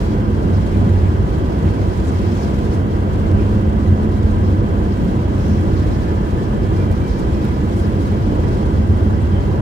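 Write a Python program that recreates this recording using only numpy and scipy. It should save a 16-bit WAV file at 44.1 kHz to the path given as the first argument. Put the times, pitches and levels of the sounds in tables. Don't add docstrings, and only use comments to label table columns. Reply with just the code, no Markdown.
import sys
import numpy as np
from scipy import signal
from scipy.fft import rfft, irfft, next_fast_len
from scipy.io import wavfile
from scipy.ndimage import uniform_filter1d

SR = 44100
rng = np.random.default_rng(int(sys.argv[2]) if len(sys.argv) > 2 else 0)


def master_out(mix):
    frames = np.transpose(np.atleast_2d(mix))
    ceiling = np.clip(frames, -1, 1)
    pcm = np.round(ceiling * 32767).astype(np.int16)
    wavfile.write(sys.argv[1], SR, pcm)


N = 423801
TIME_S = np.arange(N) / SR
FFT_SIZE = next_fast_len(N)
FREQ_HZ = np.maximum(np.arange(FFT_SIZE // 2 + 1) * SR / FFT_SIZE, 1)

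# f/Hz, density/dB (power in 1 Hz)
ROAR_SPECTRUM = [(20, -74), (30, -46.5), (45, -40), (62, -35.5), (115, -41), (165, -44), (270, -47),
                 (400, -49.5), (560, -57), (700, -58), (1050, -64), (1380, -70), (1850, -78),
                 (3000, -103.5)]
# f/Hz, pan/dB (left minus right)
ROAR_PAN = [(60, -2), (105, 1.5), (150, -3), (430, 0), (540, -4), (850, 2), (1150, -1), (1420, -8.5),
            (1750, -1)]
# f/Hz, width/Hz, peak density/dB, pan/dB
CABIN_MODES = [(55.7, 27, -50, -3), (75.4, 11, -41, 0), (93.6, 6.9, -36, -2.5), (200, 22, -43, 4.5),
               (320.3, 33, -48, -6.5), (778, 20, -61.5, -2), (884, 30, -59.5, -3), (1000, 87, -62.5, -3),
               (1153, 60, -65.5, -3), (1260, 55, -68, 0), (1565, 160, -70.5, -2), (1709, 27, -69, 2.5),
               (1937, 110, -74, -5.5), (2085, 114, -74.5, 3), (2740, 126, -80, -9), (2960, 130, -80.5, 4.5),
               (3147, 92, -79, 9), (3380, 140, -84, -4)]
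# f/Hz, coherence/1 (clipped in use)
PORT_COHERENCE = [(35, 1.9), (60, 0.9), (95, 0.85), (135, 0.95), (210, 0.86), (550, 0.9), (800, 0.8),
                  (1300, 0.7), (1600, 0.5), (1850, -0.28)]
# f/Hz, left lead/rad
PORT_PHASE = [(90, 0.29), (320, -0.7), (420, -0.8), (500, -0.53), (650, -2), (1000, -2.5), (1120, -2.5),
              (1330, -3.5), (1700, -7), (2500, -8)]
# t/s, drone load/dB, tyre ring/dB
SURFACE_SWELLS = [(0, -24, -26), (0.55, -17.5, -23), (1.05, -12, -27.5), (1.55, -25, -28),
                  (1.8, -20.5, -28), (2.25, -18.5, -26), (2.45, -27, -26.5), (2.65, -21.5, -24.5),
                  (3.0, -25, -30.5), (3.3, -13.5, -23), (3.65, -18.5, -22), (3.9, -12, -20.5),
                  (4.04, -28, -20.5), (4.17, -14, -23.5), (4.55, -15, -23.5), (5.12, -27, -26),
                  (5.35, -20.5, -25.5), (5.85, -15, -27), (6.15, -26, -28.5), (6.5, -29, -28),
                  (6.72, -15.5, -29), (7.15, -24, -26), (8.55, -20, -27), (9.0, -14.5, -22),
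                  (9.61, -18.5, -28)]
# t/s, thump level/dB, cavity lift/dB, roar lift/dB
ROAD_BUMPS = [(0.507, -19, 4, 1.5), (0.851, -9, 7.5, 2), (1.035, -8, -1.5, 0.5), (1.665, -8, 3.5, 0.5),
              (1.81, -8, -2, 0.5), (2.11, -8.5, -2, 1), (3.928, -7, -1, 0), (4.197, -6, -3, -0.5),
              (4.604, -16, -2, 0), (5.091, -17, 7, -1), (5.519, -12.5, 8, 0), (7.329, -11, -2, -0.5),
              (8.374, -10, 0.5, 1.5), (9.024, -5.5, -3, 2)]
# f/Hz, base level/dB, relative pitch wander/1
DRIVE_ORDERS = [(75.85, -30.5, 0.018), (91.9, -27.5, 0.01506), (96.1, -29.5, 0.0126)]
# t/s, level/dB
WIND_PRESSURE = [(0, -47.5), (0.35, -51.5), (0.7, -46.5), (1.3, -49.5), (2.25, -45.5), (2.7, -46.5),
                 (2.85, -52), (3.4, -49.5), (3.9, -51.5), (4.5, -50.5), (5.2, -49), (5.8, -46.5),
                 (6.3, -49), (6.9, -50), (7.95, -47), (8.7, -49.5), (9.61, -51.5)]
# f/Hz, density/dB
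GLASS_SPECTRUM = [(1000, -92), (2450, -77), (2850, -83.5), (3380, -81), (3500, -84.5), (4000, -83.5),
                  (5000, -91), (6200, -89.5), (7500, -90.5), (8900, -95), (11200, -97), (15000, -104)]
# f/Hz, relative density/dB
SEAL_SPECTRUM = [(2500, -108), (3500, -100), (4000, -83.5), (5250, -80), (5800, -86), (6600, -89),
                 (7200, -101), (12000, -112)]
# t/s, length/s, f/Hz, width/Hz, peak density/dB, pan/dB
WIND_SPITS = [(0.75, .07, 2300, 1010, -76, 0), (1.06, .04, 2400, 1000, -73, 0),
              (1.675, .035, 2100, 895, -72, -2), (2.082, 0.035, 6870, 4200, -82, 2),
              (2.39, .1, 6370, 1500, -83, 8), (2.742, 0.03, 6360, 5500, -85, 3),
              (3.246, 0.028, 2200, 900, -72, -3), (3.41, .07, 2400, 900, -73, -2),
              (5.48, .16, 5700, 1800, -83, 7), (5.78, .03, 4500, 3000, -81, 5),
              (7.133, 0.13, 4560, 3000, -81.5, 4), (7.198, 0.02, 6500, 9000, -86, -2),
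              (7.506, 0.045, 2100, 400, -69, 0), (7.79, 0.049, 8000, 7000, -85.5, -2),
              (7.885, .05, 9500, 7000, -95, -1), (9.365, .07, 3130, 180, -68, 3)]
# start/s, end/s, start f/Hz, target f/Hz, base level/dB, pan/dB
WIND_WHISTLES = [(5.659, 6.79, 1766, 1735, -55, -4), (6.67, 7.28, 2440, 2320, -56, -6),
                 (7.28, 7.58, 2500, 2475, -59, -3)]
# t/s, relative level/dB, centre f/Hz
CONTACT_TICKS = [(2.3146, -44, 5000), (2.7202, -46, 5000), (3.3145, -39, 3800), (3.6117, -45, 7000),
                 (5.0469, -43, 8000), (5.4819, -44, 7000), (6.5301, -47, 10000), (6.7715, -44, 7000),
                 (6.9153, -37.5, 9500), (6.926, -45, 9000), (7.0808, -43, 8000), (7.444, -41, 10500),
                 (7.451, -43, 11000)]


def tyres(boom_db, cavity_db, roar_db, boom_top_hz=140, cavity_top_hz=255, roar_top_hz=1500):
    power = (undb(over_hz(ROAR_SPECTRUM)) * pan(over_hz(ROAR_PAN))) ** 2
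    for hz, width_hz, db, pan_db in CABIN_MODES:
        power = power + (undb(db) * pan(pan_db) * resonance(hz, width_hz)) ** 2
    field = cabin_field() * np.sqrt(power)
    tops_hz = (boom_top_hz, cavity_top_hz, roar_top_hz)
    boom, low, low_mid = (wave(field * (FREQ_HZ < hz)) for hz in tops_hz)
    cavity, roar, treble = low - boom, low_mid - low, wave(field) - low_mid
    return steady(boom) * undb(boom_db) + steady(cavity) * undb(cavity_db) + roar * undb(roar_db) + treble


def cabin_field():
    right, unrelated = noise()
    coherence = np.clip(over_hz(PORT_COHERENCE), 0, .995)
    left = (coherence * right + np.sqrt(1 - coherence ** 2) * unrelated) * np.exp(1j * over_hz(PORT_PHASE))
    return np.array([left, right]) * mode_ripple(depth_db=1.62, spacing_hz=40)


def mode_ripple(depth_db, spacing_hz):
    knots = rng.standard_normal((2, 2048))
    pattern = np.array([np.interp(FREQ_HZ / spacing_hz, np.arange(len(k)), k) for k in knots])
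    weight = np.clip(np.minimum(FREQ_HZ / 1000, 4000 / FREQ_HZ), 0, 1)
    return undb(depth_db * pattern * weight)


def bump_lifts(rise_s=0.062, fall_s=0.046):
    lift_db = np.zeros((2, N))
    for at_s, _, *bands_db in ROAD_BUMPS:
        age_s = TIME_S - at_s
        pulse = np.exp(-(age_s / np.where(age_s < 0, rise_s, fall_s)) ** 2)
        lift_db += np.outer(bands_db, pulse)
    return lift_db


def thumps(body_hz=84.3, rise_s=0.0085):
    out = 0
    for at_s, db, _, _ in ROAD_BUMPS:
        age_s = np.maximum(TIME_S - at_s + rise_s, 0)
        envelope = age_s / rise_s * np.exp(1 - age_s / rise_s)
        out = out + envelope * np.sin(2 * np.pi * body_hz * age_s) * undb(db)
    return out


def drone(load_db, ring_db):
    orders = sum(hum(hz, db, wander, flutter_db=3.0) for hz, db, wander in DRIVE_ORDERS)
    orders = steady(orders * pan(db=-2.5), span_s=0.17) * undb(load_db - 1.0)
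    cavity = hum(hz=211.6, db=-29.5, wander=0.00776, flutter_db=0.5) * undb(ring_db)
    return orders + cavity * pan(db=-3.5)


def wind(wind_db, split_hz=3400):
    air = noise() * undb(over_hz(GLASS_SPECTRUM)) * mode_ripple(depth_db=3.2, spacing_hz=44.5)
    rush, hiss = wave(air * (FREQ_HZ < split_hz)), wave(air * (FREQ_HZ >= split_hz))
    seal = wave(noise() * undb(over_hz(SEAL_SPECTRUM)) * mode_ripple(depth_db=0.3, spacing_hz=60))
    eddies_db = 0.41 * drift(rate_hz=20) + 1.3 * drift(rate_hz=110)
    glass = (rush + hiss * undb(eddies_db)) * undb(0.5 * wind_db)
    seal_db = 0.71 * wind_db + 2.3 * drift(rate_hz=45) - 7.5
    return glass + seal * undb(seal_db) * pan(db=9.0)


def spits():
    out, air = 0, noise()
    for at_s, length_s, hz, width_hz, db, pan_db in WIND_SPITS:
        puff = np.exp(-2 * ((TIME_S - at_s) / length_s) ** 2)
        out = out + wave(air * resonance(hz, width_hz) ** 2) * puff * undb(db) * pan(pan_db)
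    return out


def whistles(stutter_db=4.5, fade_s=0.08):
    out = 0
    for start_s, end_s, start_hz, target_hz, db, pan_db in WIND_WHISTLES:
        progress = np.clip((TIME_S - start_s) / (end_s - start_s), 0, 1)
        pitch_hz = target_hz + (start_hz - target_hz) * np.exp(-3 * progress)
        tone = hum(pitch_hz, db, wander=0.0053, flutter_db=1.0, rate_hz=150)
        tone = steady(tone * undb(stutter_db * drift(rate_hz=30)) * pan(pan_db))
        out = out + tone * np.clip(np.minimum(TIME_S - start_s, end_s - TIME_S) / fade_s, 0, 1)
    return out


def ticks(burst_s=0.001, ring_s=0.0062, ring_db=-5, tail_s=0.009, tail_db=-14, gain_db=-2):
    out, white = 0, noise(channels=1)
    ring = wave(noise() * resonance(hz=3600, width_hz=1300))
    ring = ring / ring.std() * undb(ring_db) * pan(db=7.0)
    for at_s, db, hz in CONTACT_TICKS:
        age_s = np.abs(TIME_S - at_s)
        decay = np.exp(-age_s / burst_s) + undb(tail_db) * np.exp(-age_s / tail_s)
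        burst = wave(white * resonance(hz, width_hz=9500))
        tick = burst / burst.std() * decay + ring * np.exp(-age_s / ring_s)
        out = out + tick * undb(db + gain_db) * (TIME_S >= at_s)
    return out


def hum(hz, db, wander, flutter_db, rate_hz=6):
    phase = 2 * np.pi * np.cumsum(hz * (1 + wander * drift(rate_hz))) / SR
    return np.sqrt(2) * np.sin(phase) * undb(db + flutter_db * drift(rate_hz))


def drift(rate_hz):
    step = max(int(SR / rate_hz), 1)
    curve = uniform_filter1d(np.repeat(rng.standard_normal(N // step + 2), step), step)[:N]
    return curve / curve.std()


def steady(x, span_s=0.18):
    power = uniform_filter1d(np.mean(x ** 2, axis=0), max(int(span_s * SR), 1))
    return x * np.sqrt(power.mean() / power)


def noise(channels=2):
    return rfft(rng.standard_normal((channels, FFT_SIZE))) * np.sqrt(SR / 2)


def wave(spectrum):
    return irfft(spectrum, FFT_SIZE)[..., :N]


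def resonance(hz, width_hz):
    return 1 / (1 + .5 * ((FREQ_HZ - hz ** 2 / FREQ_HZ) / width_hz) ** 2)


def over_hz(points):
    hz, value = np.transpose(points)
    return np.interp(np.log(FREQ_HZ), np.log(hz), value)


def swings(table):
    times_s, *columns = np.transpose(table)
    return [np.interp(TIME_S, times_s, db - np.mean(db)) for db in columns]


def pan(db):
    return undb(np.array([[1], [-1]]) * db / 2)


def undb(db):
    return 10 ** (np.asarray(db) / 20)


def scene():
    load, ring = swings(SURFACE_SWELLS)
    cavity_lift_db, roar_lift_db = bump_lifts()
    grain_db = 0.5 * drift(rate_hz=14)
    road = tyres(0.14 * load, cavity_lift_db + 0.11 * ring, roar_lift_db + grain_db) + thumps()
    pressure, = swings(WIND_PRESSURE)
    gusts = 1.1 * drift(rate_hz=11)
    drive = drone(load_db=1.14 * load, ring_db=1.48 * ring)
    return road + drive + wind(1.23 * pressure + gusts) + spits() + whistles() + ticks()


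def record(dry, low_cut_hz=22, top_hz=15800, ceiling=0.95, fade_s=0.005):
    lean = signal.sosfilt(signal.butter(4, low_cut_hz, "high", fs=SR, output="sos"), dry)
    rounded = lean / (1 + (lean / ceiling) ** 8) ** (1 / 8)
    fade = np.clip(np.minimum(TIME_S, TIME_S[-1] - TIME_S) / fade_s, 0, 1)
    return signal.sosfilt(signal.ellip(8, .2, 70, top_hz, fs=SR, output="sos"), rounded * fade)


dry = scene()
out = record(dry)
master_out(out)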